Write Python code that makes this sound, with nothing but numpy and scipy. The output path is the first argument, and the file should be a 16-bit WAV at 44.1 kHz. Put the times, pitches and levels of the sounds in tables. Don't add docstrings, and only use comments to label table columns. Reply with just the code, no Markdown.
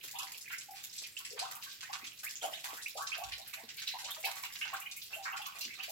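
import sys
import numpy as np
from scipy import signal
from scipy.fft import rfft, irfft, next_fast_len
from scipy.io import wavfile

SR = 44100
rng = np.random.default_rng(int(sys.argv[2]) if len(sys.argv) > 2 else 0)


def bounce(signal):
    frames = np.transpose(np.atleast_2d(signal))
    limited = np.clip(frames, -1, 1)
    pcm = np.round(limited * 32767).astype(np.int16)
    wavfile.write(sys.argv[1], SR, pcm)


N = 260631
CUTOFF_HZ = 16000
ROOMY_DB, CLOSE_DB = -12.5, -0.5


def from_db(db):
    return 10 ** (np.asarray(db) / 20)


def unit_energy(x):
    return x / np.sqrt(np.mean(np.sum(x ** 2, axis=-1)) + 1e-20)


def seconds(length):
    return np.arange(int(length * SR)) / SR


def band(x, hz, octaves):
    edges = [hz / 2 ** (octaves / 2), min(hz * 2 ** (octaves / 2), CUTOFF_HZ)]
    return signal.sosfilt(signal.butter(3, edges, "band", fs=SR, output="sos"), x + 1e-18)


def coloured(x, spectrum):
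    hz, db = np.transpose(spectrum)
    size = next_fast_len(N + SR // 10)
    log_hz = np.log(np.arange(size // 2 + 1) * SR / size + 1)
    gain = from_db(np.interp(log_hz, np.log(hz), db))
    return irfft(rfft(x, size) * gain, size)[:, :N]


def balance(hz):
    # (pitch [Hz], left-right [dB])
    balance_by_pitch = [(500, 6.5), (800, -0.5), (1400, -1.5), (2600, -4), (4200, -2), (8000, -0.5),
                        (12000, -0.5)]
    pitches, db = np.transpose(balance_by_pitch)
    return np.interp(np.log(hz), np.log(pitches), db)


def room_path(s, direct_db=ROOMY_DB, early_t60_s=.12, late_t60_s=.4, build_up_s=.00048, wide_above_hz=690):
    # (time [s], lead of the left channel [ms])
    left_lead = [(0, 0.58), (2.2, .45), (2.7, 0.35), (3.3, 0.16), (3.8, 0.082), (4.7, 0.044), (5.3, .35),
                 (5.9, 0.33)]
    t = seconds(.25)
    early = from_db(-5) * unit_energy(from_db(-60 * t / early_t60_s))
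    late = from_db(-8) * unit_energy(from_db(-60 * t / late_t60_s))
    fade = np.hypot(early, late) * (1 - np.exp(-t / build_up_s))
    clumps_db = 9.5 * np.repeat(rng.uniform(-1, 1, len(t)), SR // 1000)[:len(t)]
    fade *= unit_energy(from_db(clumps_db)) * np.sqrt(len(t))
    left, other = rng.standard_normal((2, len(t)))
    hz = np.arange(len(t) // 2 + 1) * SR / len(t)
    alike = np.exp(-(hz / wide_above_hz) ** 2)
    right = irfft(alike * rfft(left) + np.sqrt(1 - alike ** 2) * rfft(other), len(t))
    response = np.array([left, right]) * fade
    lead = int(np.interp(s, *np.transpose(left_lead)) * SR / 1000)
    response[[0, 1], [0, lead]] += from_db(direct_db)
    return response


def play(events, voice, direct_db=ROOMY_DB):
    out = np.zeros((2, N))
    for s, db, hz, octaves, swell_s, pan_db in events:
        sound = voice(hz, octaves, swell_s)
        left, right = signal.fftconvolve(room_path(s, direct_db), sound[None], axes=1)
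        pan = from_db([[pan_db / 2], [-pan_db / 2]])
        heard = unit_energy(np.array([unit_energy(left), unit_energy(right)]) * pan)
        start = int(s * SR)
        heard = heard[:, :max(N - start, 0)]
        out[:, start:start + heard.shape[1]] += from_db(db) * np.sqrt(SR / 100) * heard
    return out


def room_tone(level_db=-60, side_db=-6):
    # (frequency [Hz], relative density [dB])
    hush_spectrum = [(25, -18), (55, -5), (125, 1.5), (200, -8), (400, -14.5), (800, -27.5), (2500, -6),
                     (8000, -13), (11000, -11.5), (15000, -9)]
    mid, side = rng.standard_normal((2, N))
    hush = coloured(mid + from_db(side_db) * side * [[1], [-1]], hush_spectrum)
    return from_db(level_db) * np.sqrt(N) * unit_energy(hush)


def splash(hz, octaves, swell_s, snaps_per_s=900, spread_db=5, slap_db=12.5):
    age = seconds(7 * swell_s + 6 / hz) / swell_s
    born = rng.random(len(age)) < snaps_per_s / SR
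    snaps = born * from_db(spread_db * rng.standard_normal(len(age))) * rng.choice([-1, 1], len(age))
    snaps[int(swell_s * SR)] = from_db(slap_db)
    wash = .044 * rng.standard_normal(len(age))
    return band((snaps + wash) * age * np.exp(-age), hz, octaves)


def patter(per_s=8, level_db=-47, spread_db=5.5, low_hz=2970, high_hz=11100, width_oct=1.95):
    events = []
    for slot, (late, strong, high, slow) in enumerate(rng.random((int(per_s * N / SR), 4))):
        db = level_db + spread_db * (2 * strong - 1)
        hz = low_hz * (high_hz / low_hz) ** high
        swell_s = .003 * 2 ** (2 * slow - 1)
        events.append(((slot + late) / per_s, db, hz, width_oct, swell_s, balance(hz)))
    return events


def drops(tick_hz=11950, tick_width_oct=1.55, tick_swell_s=.0054):
    # (time [s], level [dB], centre [Hz], width [octaves], swell [s])
    water_hits = [(.026, -39.5, 6150, 2.95, .011), (.077, -45, 8750, 2.2, .0012),
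                  (.107, -42, 9600, 2.4, 0.0052), (.183, -36, 7300, 1.5, .004),
                  (.375, -44, 9360, 2.6, .001), (.222, -44, 3520, 1.04, 0.0017),
                  (.272, -48.5, 5230, 0.89, .004), (.319, -49, 8950, 0.3, .007),
                  (0.407, -43, 7200, 1.3, 0.0055), (0.473, -44, 2470, .6, 0.028),
                  (.51, -41.5, 8900, 2.2, 0.0063), (.529, -41.5, 2020, 0.86, 0.0017),
                  (.58, -39.5, 7260, 1.05, 0.004), (0.739, -43, 3900, 2.6, 0.021),
                  (0.836, -39.5, 9450, 3.44, 0.0033), (0.92, -44, 5740, 1.2, 0.0099),
                  (.976, -37, 5800, 1.38, 0.0061), (1.035, -44.5, 4140, 1.1, 0.0019),
                  (1.067, -45, 4800, 2.9, 0.0016), (1.163, -43, 4800, 1.9, 0.011),
                  (1.247, -39.5, 4700, 2.25, 0.0027), (1.302, -44.5, 5900, 1.1, 0.0034),
                  (1.362, -44, 1850, 2.06, 0.016), (1.386, -35, 4960, 2.06, 0.0065),
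                  (1.509, -43, 3020, 4.3, .004), (1.61, -42.5, 4130, 1.29, 0.015),
                  (1.67, -43, 4814, 1.53, 0.025), (1.819, -42, 3600, 2.85, 0.0071),
                  (1.925, -36.5, 3696, 2.4, .0055), (2.057, -42, 4614, 1.88, .008),
                  (2.188, -45, 6200, 1.45, 0.0024), (2.229, -41.5, 4425, 3.86, 0.0049),
                  (2.289, -43, 5793, 0.86, 0.0041), (2.354, -40, 5000, 1.09, .0022),
                  (2.416, -41.5, 1170, 4.1, 0.011), (2.419, -37.5, 8200, 0.97, 0.0053),
                  (2.509, -43, 4930, 2.88, 0.019), (2.638, -36.5, 3405, 3.3, 0.0052),
                  (2.728, -43, 5596, 2.83, 0.011), (2.81, -39.5, 7070, 1.24, .015),
                  (2.96, -38, 5578, 1.9, 0.015), (3.065, -37, 4650, 1.29, .0052),
                  (3.135, -40.5, 2650, 2.17, 0.012), (3.234, -41, 5172, 1.93, 0.0045),
                  (3.317, -37.5, 3200, 1.4, 0.0055), (3.443, -48.5, 3000, 1.87, 0.019),
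                  (3.529, -40.5, 4363, 3.27, 0.0085), (3.68, -42.5, 3900, 1.9, .01),
                  (3.766, -40, 3195, 1.36, 0.018), (3.816, -40, 3990, 2.37, 0.0065),
                  (3.863, -35.5, 3800, 1.43, .015), (3.979, -40.5, 4050, 2.73, 0.0091),
                  (4.04, -38.5, 4798, 1.53, 0.0048), (4.073, -44.5, 1950, 2.4, .011),
                  (4.141, -43, 5976, 2.08, 0.0058), (4.16, -53, 1475, 1.89, 0.0067),
                  (4.236, -36, 3948, 0.99, 0.016), (4.261, -45, 1424, 1.7, .016),
                  (4.31, -42, 4214, 2.68, 0.0032), (4.353, -42, 3421, 3.2, 0.014),
                  (4.431, -40.5, 3715, 2.4, .006), (4.519, -42.5, 7884, 2.7, .006),
                  (4.571, -41.5, 7900, 1.26, 0.018), (4.608, -39.5, 2358, 1.16, .007),
                  (4.649, -43, 2463, 2.47, 0.0056), (4.724, -43.5, 1931, 1.76, .018),
                  (4.909, -40.5, 5000, 1.8, 0.0049), (5.011, -44, 4227, 0.98, 0.0078),
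                  (5.097, -47, 2162, 3.06, 0.023), (5.129, -42.5, 9344, 1.1, 0.015),
                  (5.229, -41.5, 5400, 1.09, 0.0093), (5.246, -36.5, 1610, 1.05, .016),
                  (5.36, -40, 3635, 2.4, 0.0097), (5.451, -42, 3958, 1.54, 0.0089),
                  (5.537, -45.5, 2535, 4.2, 0.019), (5.602, -37.5, 4882, 0.61, 0.0078),
                  (5.638, -39.5, 4390, 1.4, 0.0071), (5.773, -47.5, 2157, 2.83, 0.017),
                  (5.821, -40, 3393, 1.56, 0.013), (5.88, -38.5, 12400, 3.05, 0.017)]
    # (time [s], level [dB])
    plastic_hits = [(0.704, -48.5), (1.547, -43), (1.629, -43), (2.237, -37), (2.641, -43.5), (3.173, -44),
                    (3.47, -43.5), (3.763, -46.5), (3.872, -45.5), (4.102, -39.5), (4.197, -43.5),
                    (4.243, -34.5), (4.376, -44.5), (4.421, -43.5), (4.731, -43), (4.797, -41.5),
                    (4.961, -41), (5.021, -45.5), (5.462, -43), (5.606, -40.5), (5.828, -42.5)]
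    heavy = [(s, db, hz, octaves, swell_s, balance(hz)) for s, db, hz, octaves, swell_s in water_hits]
    ticks = [(s, db, tick_hz, tick_width_oct, tick_swell_s, balance(tick_hz)) for s, db in plastic_hits]
    return play(heavy + patter() + ticks, splash)


def spray(splashes, per_s=170, level_db=-10.5, fall_s=.096, right_db=6.5, bands=12):
    droplets = np.zeros((2, N))
    for hz in np.geomspace(2000, 14000, bands):
        born = rng.random(N) < per_s / bands / SR
        landings = np.zeros(N)
        landings[born] = from_db(rng.uniform(-20, 28, born.sum()))
        spot = room_path(rng.uniform(0, N / SR))
        plink = signal.fftconvolve(spot, splash(hz, octaves=.42, swell_s=3.985 / hz)[None], axes=1)
        droplets += signal.oaconvolve(landings[None], unit_energy(plink), axes=1)[:, :N]
    decay = np.exp(-1 / (fall_s * SR))
    power = np.mean(splashes ** 2, axis=0)
    usual = np.mean(power)
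    stir = signal.lfilter([1 - decay], [1, -decay], power, zi=[usual])[0]
    envelope = np.sqrt(2 * usual * stir / (stir + usual))
    return from_db(level_db) * envelope * np.sqrt(N) * unit_energy(droplets * from_db([[0], [right_db]]))


def bucket(water, low_cut_hz=195):
    # (frequency [Hz], width [Hz], gain of the added ring [dB])
    air_modes = [(447, 8.4, -12), (777, 13.7, 4), (1125, 14.5, 1.5), (1270, 19, -61), (1540, 68, -1.5),
                 (2630, 350, -7)]
    out = signal.sosfilt(signal.butter(2, low_cut_hz, "high", fs=SR, output="sos"), water + 1e-18)
    for hz, width_hz, db in air_modes:
        out = out + from_db(db) * signal.lfilter(*signal.iirpeak(hz, hz / width_hz, fs=SR), out)
    return out


def knocks(thud_width_oct=.96, tap_hz=750, tap_width_oct=3.3, tap_swell_s=.00074):
    # (time [s], level [dB], centre [Hz], swell [s], left-right [dB])
    dull_knocks = [(.035, -67.5, 269, .0047, 28), (0.899, -67, 85, .015, -21),
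                   (2.019, -61.5, 280, 0.0073, -6), (3.221, -46.5, 67.6, 0.024, -25),
                   (3.289, -53, 70.6, 0.0244, -11), (3.629, -58, 293.8, 0.0049, 0),
                   (5.644, -57.5, 280, 0.0055, -1)]
    # (time [s], level [dB])
    close_taps = [(0.041, -60.5), (0.329, -72), (.352, -68), (1.019, -63), (2.021, -74), (2.731, -53)]
    thuds = [(s, db, hz, thud_width_oct, swell_s, pan_db) for s, db, hz, swell_s, pan_db in dull_knocks]
    taps = [(s, db, tap_hz, tap_width_oct, tap_swell_s, balance(tap_hz)) for s, db in close_taps]
    return play(thuds, splash) + play(taps, splash, CLOSE_DB)


def bubble(hz, rise_oct, ring_s):
    age = seconds(8 * ring_s + .002) / ring_s
    pitch = hz * 2 ** (rise_oct * (.5 - np.exp(-age / 2)))
    return age * np.exp(-age) * np.sin(2 * np.pi * np.cumsum(pitch) / SR)


def gurgle(hz, rise_oct, swell_s, rise_share=.724, glide_oct=.24, scatter_oct=.244):
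    ring_s = .003 * np.sqrt(1000 / hz)
    count = int(np.clip(3 * swell_s / ring_s, 1, 16))
    if count < 4:
        return bubble(hz, rise_oct, swell_s)
    out = np.zeros(int((8 * swell_s + 8 * ring_s + .004) * SR))
    for age in (np.arange(count) + rng.uniform(.2, .8, count)) * 4 / count:
        climb = rise_share * (.5 - np.exp(-age / 2))
        scatter = scatter_oct * rng.uniform(-1, 1)
        sound = bubble(hz * 2 ** (rise_oct * (climb + scatter)), glide_oct, ring_s)
        start = int(max(age * swell_s - 2 * ring_s, 0) * SR)
        out[start:start + len(sound)] += age * np.exp(-age) * sound
    return out


def with_rise(pockets, widest_hz=1187, rise_at_10ms_oct=1.147):
    events = []
    for s, db, hz, swell_s in pockets:
        by_length = (swell_s / .01) ** .21
        by_size = min(widest_hz / hz, hz / widest_hz) ** .57
        events.append((s, db, hz, rise_at_10ms_oct * by_length * by_size, swell_s, balance(hz)))
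    return events


def trapped_air(bloop_rise_oct=.29, bloop_swell_s=.0055):
    # (time [s], level [dB], mid pitch [Hz], swell [s])
    pockets = [(.136, -53, 940, 0.014), (.153, -45.5, 3310, 0.0045), (.183, -47.5, 1177, .012),
               (.184, -42, 2980, 0.0082), (.223, -53.5, 1100, 0.0085), (.503, -47, 1621, 0.011),
               (1.166, -41.5, 2970, 0.0038), (1.195, -59, 1203, .006), (1.303, -50.5, 489.4, .02),
               (1.391, -38, 4673, 0.0028), (1.415, -46.5, 957, 0.013), (1.452, -48.5, 1240, .0011),
               (1.544, -52.5, 1220, 0.015), (1.661, -54.5, 1504, 0.0069), (1.839, -52.5, 1701, 0.0095),
               (1.888, -51.5, 949, 0.012), (1.933, -46.5, 1220, 0.0022), (2.0, -49.5, 2320, .018),
               (2.241, -47, 1800, 0.0057), (2.436, -40.5, 743, 0.0047), (2.412, -45.5, 3425, 0.0055),
               (2.437, -43, 3000, 0.0063), (2.479, -55, 1070, 0.00064), (2.53, -40, 3492, .0086),
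               (2.675, -49, 1030, .018), (2.767, -48.5, 1944, 0.014), (2.952, -49, 718.8, 0.012),
               (2.973, -46.5, 1090, 0.0094), (3.006, -41.5, 1330, 0.0076), (3.083, -55, 1200, .011),
               (3.118, -35.5, 2602, 0.0058), (3.168, -49.5, 740, 0.017), (3.216, -51.5, 1080, 0.017),
               (3.373, -59, 782, .018), (3.53, -44.5, 2521, 0.004), (3.56, -57.5, 772, 0.021),
               (3.873, -35.5, 4133, 0.0028), (3.937, -47, 951, 0.011), (4.033, -54, 823, 0.014),
               (4.057, -47.5, 2926, .0011), (4.101, -40.5, 3587, 0.0058), (4.238, -34.5, 2510, 0.0058),
               (4.237, -46, 746, .016), (4.43, -42, 2553, 0.0078), (4.432, -52, 1081, 0.0077),
               (4.612, -35, 2703, 0.011), (4.692, -58, 995, .018), (4.729, -43.5, 1081, .004),
               (4.743, -44.5, 1430, 0.00093), (4.81, -47, 2556, 0.0056), (4.854, -41.5, 2505, 0.0041),
               (4.958, -49, 2452, 0.0076), (5.128, -40, 2570, 0.0068), (5.156, -51.5, 710, 0.018),
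               (5.32, -43, 1190, .018), (5.324, -45, 2890, 0.0068), (5.414, -43.5, 3120, 0.0042),
               (5.462, -47, 1229, .0062), (5.605, -43, 2690, 0.0083), (5.693, -46, 2171, 0.0072),
               (5.796, -41, 2820, .004), (5.879, -52.5, 682.4, 0.012)]
    # (time [s], level [dB], pitch [Hz])
    deep_pockets = [(.145, -56.5, 848), (.683, -57.5, 808), (.704, -57.5, 779), (1.406, -51.5, 724),
                    (3.205, -50, 729), (4.172, -57.5, 615), (5.184, -57.5, 786), (5.39, -52.5, 820)]
    # (time [s], level [dB], mid pitch [Hz], swell [s])
    plinks = [(.477, -49.5, 2220, .0028), (2.262, -42, 2313, 0.0061), (2.859, -39.5, 2446, 0.0032)]
    bloops = [(s, db, hz, bloop_rise_oct, bloop_swell_s, balance(hz)) for s, db, hz in deep_pockets]
    return play(with_rise(pockets), gurgle) + play(bloops, bubble) + play(with_rise(plinks), bubble, CLOSE_DB)


def scene():
    splashes = drops()
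    water = splashes + trapped_air() + spray(splashes)
    return bucket(water) + knocks() + room_tone()


def record(dry):
    # (frequency [Hz], gain [dB])
    microphone = [(100, -3), (450, 5.5), (760, 9), (1100, 6.5), (1800, 4), (2600, 2), (4500, 2.5),
                  (6500, 0), (7600, 1.5), (8800, -7), (10500, -1.5), (12500, 1.5), (15500, -0.5)]
    top_cut = signal.ellip(12, .1, 80, CUTOFF_HZ, fs=SR, output="sos")
    return signal.sosfilt(top_cut, coloured(dry, microphone))


dry = scene()
out = record(dry)
bounce(out)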